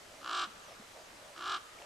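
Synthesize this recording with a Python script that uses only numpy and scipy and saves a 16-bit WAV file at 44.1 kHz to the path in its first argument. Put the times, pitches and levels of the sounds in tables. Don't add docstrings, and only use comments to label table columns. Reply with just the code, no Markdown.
import sys
import numpy as np
from scipy import signal
from scipy.io import wavfile
from scipy.ndimage import uniform_filter1d

SR = 44100
rng = np.random.default_rng(int(sys.argv[2]) if len(sys.argv) > 2 else 0)


def waveform_to_disk(signal):
    frames = np.transpose(np.atleast_2d(signal))
    scaled = np.clip(frames, -1, 1) * 32767
    samples = np.round(scaled).astype(np.int16)
    wavfile.write(sys.argv[1], SR, samples)


def elevation(decibels):
    levels = np.asarray(decibels, float)
    return 10 ** (levels / 20)


N = 81585


def evened(x):
    return x / np.sqrt(np.mean(x ** 2) + 1e-20)


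def read(points, hz):
    f, value = np.transpose(points)
    return np.interp(np.log(hz + 1), np.log(f + 1), value)


def add(mix, start_s, sound):
    part = mix[round(start_s * SR):][:len(sound)]
    part += sound[:len(part)]


def resonate(x, hz, width_hz):
    r = np.exp(-np.pi * width_hz / SR)
    return signal.lfilter([1 - r, 0, r - 1], [1, -2 * r * np.cos(2 * np.pi * hz / SR), r * r], x)


# frequency in Hz, level in dB per Hz.
WIND_SPECTRUM = [(20, -4), (45, -3.5), (200, -6), (500, -0.5), (1300, -2.5), (3000, -7), (7500, -11.5),
                 (13500, -23)]
# frequency in Hz, correlation from -1 to 1.
WIND_LIKENESS = [(30, 1), (130, 0.91), (400, 0.46), (1000, 0.35), (2500, 0.21), (5000, 0.55), (9000, 0.63),
                 (12500, 0.6)]


def wind(level_db=-54, patch_db=1.0):
    frames, hz = N // 256 + 5, np.fft.rfftfreq(1024, 1 / SR)
    a, b, c, d, patches = rng.standard_normal((frames, 513, 5)).T
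    patches = uniform_filter1d(patches, size=12, axis=0)
    patches = evened(uniform_filter1d(patches, size=12, axis=1))
    same = np.clip(read(WIND_LIKENESS, hz), -1, 1)[:, None]
    shared = np.sqrt((1 + same) / 2) * (a + 1j * b)
    side = np.sqrt((1 - same) / 2) * (c + 1j * d)
    z = shared + np.array([side, -side])
    z *= elevation(read(WIND_SPECTRUM, hz)[:, None] + patch_db * patches)
    rush = signal.istft(z, nperseg=1024, noverlap=768)[1][:, :N]
    return elevation(level_db) * evened(rush)


# centre in seconds, level in dB, length (Gaussian sigma) in seconds.
WING_STROKES = [
    (0.19, -58, 0.068),
    (.70, -56.5, 0.03),
    (.98, -57, 0.037),
    (1.286, -59, 0.068),
    (1.814, -54, 0.017),
]


def wings(hollow_hz=596, width_hz=223, feather_db=-6.5, lump_db=1.3):
    t = np.arange(N) / SR
    air, lumps = rng.standard_normal((N, 2)).T
    strokes = sum(elevation(db) * np.exp(-.5 * ((t - s) / length_s) ** 2) for s, db, length_s in WING_STROKES)
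    air = air * elevation(lump_db * evened(uniform_filter1d(lumps, size=300)))
    hollow = resonate(resonate(air, hollow_hz, width_hz), hollow_hz, 2 * width_hz)
    feathers = resonate(air, 1500, 1670)
    return strokes * (evened(hollow) + elevation(feather_db) * evened(feathers))


# time in seconds, effort in dB, pitch in Hz.
CAWS = [
    [(.21, -59, 282), (.235, -55, 298), (.246, -48, 316), (.28, -42.5, 326), (.332, -37.5, 361),
     (.375, -36.5, 362.7), (.425, -36.5, 357.4), (.448, -40, 331.8), (.466, -55, 315)],
    [(1.33, -86, 290), (1.362, -56.5, 296), (1.38, -50, 323), (1.425, -44, 351.7), (1.478, -39, 373.9),
     (1.51, -37, 380.3), (1.55, -37, 378.4), (1.568, -43, 363.7), (1.582, -47.5, 345)],
]
# time in seconds, beats gone by, depth in dB.
RATTLES = [
    [(.202, 0, 30), (.2455, 3, 33), (.277, 5, 33), (.3125, 7, 23), (.3525, 9, 12), (.375, 10, 11),
     (.534, 17, 14)],
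    [(1.321, 0, 34), (1.3635, 3, 35), (1.3935, 5, 30), (1.4255, 7, 24), (1.459, 9, 16), (1.501, 11, 13),
     (1.66, 18, 15)],
]
TURNED_DB = [-1, -2.5]
# frequency in Hz, width in Hz, level in dB.
BODY = [(540, 300, -34), (745, 490, -15.5), (1240, 180, 2.5), (1378, 137, -9.5), (1625, 107, -5),
        (2755, 360, -7.5)]
# frequency in Hz, width in Hz, level in dB.
BEAK = [(2835, 1260, -7), (3800, 425, -4), (4600, 2500, -17.5), (6310, 300, -22), (7160, 1350, -21.5)]

WARBLE, WARBLE_LAG_BEATS = .12, .27
JITTER, SHIMMER_DB, BREATH = .012, 1.0, .2
FALL_BEATS, REBUILD_POWER = .24, .6
LOCK_DB, SWING_DB = 19, 17
CHEST_DB = -13.5
HOLLOW_HZ, HOLLOW_Q = 1955, 2.2


def throat_and_beak(body, beak, turned_db):
    voice = 0
    for hz, width_hz, db in BODY:
        voice = voice + elevation(db) * resonate(resonate(body, hz, width_hz), hz, 6.3 * width_hz)
    for k, (hz, width_hz, db) in enumerate(BEAK, 1):
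        gain = (-1) ** k * elevation(db + turned_db * max(hz / 1000 - 3.5, 0))
        voice = voice + gain * resonate(resonate(beak, hz, width_hz), hz, 2 * width_hz)
    return elevation(13.5) * signal.lfilter(*signal.iirnotch(HOLLOW_HZ, HOLLOW_Q, SR), voice)


def caw(rows, rattle, turned_db):
    row_s, row_db, row_hz = np.transpose(rows)
    t = np.arange(row_s[0], row_s[-1] + .04, 1 / SR)
    effort_db, hz = np.interp(t, row_s, row_db), np.interp(t, row_s, row_hz)
    voiced = t < row_s[-1]
    wobble, shimmer, air = rng.standard_normal((SR // 2, 3))[:len(t)].T

    rattle_s, beats_gone, depth_db = np.transpose(rattle)
    phase = np.interp(t, rattle_s, beats_gone) % 1
    depth_db = np.interp(t, rattle_s, depth_db)
    dip = np.minimum(phase / FALL_BEATS, (1 - phase) / (1 - FALL_BEATS))
    dip = dip ** ((SWING_DB / depth_db) ** REBUILD_POWER)

    warble = WARBLE * np.cos(2 * np.pi * (phase - WARBLE_LAG_BEATS))
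    hz = hz * (1 + warble + JITTER * evened(uniform_filter1d(wobble, size=120)))
    turns = np.cumsum(hz) / SR
    beats = np.flatnonzero((np.diff(phase, prepend=0) < 0) & (depth_db > LOCK_DB))
    turns += np.interp(t, t[beats], np.round(turns[beats]) - turns[beats])

    folds = sum(np.cos(2 * np.pi * k * turns) for k in range(1, 26)) / np.sqrt(13)
    folds = folds * elevation(SHIMMER_DB * evened(uniform_filter1d(shimmer, size=120)))
    folds += BREATH * air * (1 + np.cos(2 * np.pi * turns))
    folds *= elevation(effort_db) * voiced
    body = elevation((SWING_DB - depth_db) * (dip - 0.4575)) * folds
    beak = elevation(-depth_db * dip) * folds

    chest_db = CHEST_DB + 0.62 * (effort_db + 39.5) - 39.5 - 0.067 * depth_db * dip
    chest = elevation(chest_db) * voiced * np.sin(2 * np.pi * turns)
    return row_s[0], throat_and_beak(body, beak, turned_db) + chest


# frequency in Hz, t60 in seconds.
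SLOPE_T60 = [(300, 0.95), (1200, 2.25), (3000, 2.1), (8000, 0.59)]


def echoes(x, first_tap, t60_scale):
    taps = np.zeros((2, SR))
    grid = np.arange(first_tap, SR - 20, 20)
    at = grid + rng.integers(0, 20, (2, len(grid)))
    np.put_along_axis(taps, at, rng.choice([-1., 1.], at.shape), 1)
    hz, t, z = signal.stft(taps, SR, nperseg=256)
    decay_db = -60 * t / (t60_scale * read(SLOPE_T60, hz))[:, None]
    tail = signal.istft(z * elevation(decay_db), SR, nperseg=256)[1]
    return signal.fftconvolve(x[None], tail / np.linalg.norm(tail[0]), axes=1)[:, :N]


# start in seconds, level in dB, frequency in Hz, t60 in seconds.
KNOCKS = [
    (.796, -44, 218, 0.067),
    (.47, -50.5, 216, 0.11),
    (1.787, -44, 2300, 0.021),
    (1.817, -36, 870, 0.0084),
    (1.822, -35.5, 2760, 0.0047),
    (1.843, -43.5, 605, 0.028),
]


def knocks():
    out, t = np.zeros(N), np.arange(4000) / SR
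    for start_s, db, hz, t60_s in KNOCKS:
        level = elevation(db - 60 * t / t60_s) * np.minimum(t * hz / 0.85, 1)
        add(out, start_s, level * np.sin(2 * np.pi * hz * t))
    return out


# time in seconds, pitch in Hz, level in dB.
WHISTLE = [
    (.61, 7150, -71),
    (.65, 6300, -67),
    (.696, 5590, -66),
    (.735, 5130, -68),
    (.77, 4900, -75),
]


def whistle():
    out, (s, hz, db) = np.zeros(N), np.transpose(WHISTLE)
    t = np.arange(s[0], s[-1], 1 / SR)
    level = np.sqrt(2) * elevation(np.interp(t, s, db)) * signal.windows.tukey(len(t), .2)
    turns = np.cumsum(np.interp(t, s, hz)) / SR
    add(out, s[0], level * np.sin(2 * np.pi * turns))
    return out


def scene(pan_db=-0.5, slope_db=-22.5, near_db=-15.5):
    crow = np.zeros(N)
    for call in zip(CAWS, RATTLES, TURNED_DB):
        add(crow, *caw(*call))
    space = elevation(slope_db) * echoes(crow, 1500, 1.0) + elevation(near_db) * echoes(crow, 40, .08)
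    bird = (crow + wings()) * elevation(np.array([[pan_db], [-pan_db]]))
    return bird + space + wind() + knocks() + whistle()


def roll_off(x):
    return signal.sosfilt(signal.butter(12, 13760, fs=SR, output="sos"), x)


def record(dry, edge_hz=13750):
    lowpass = signal.firwin(511, edge_hz, window=("kaiser", 9), fs=SR)
    mix = signal.oaconvolve(dry, lowpass[None], "same")
    return roll_off(mix)


dry = scene()
out = record(dry)
waveform_to_disk(out)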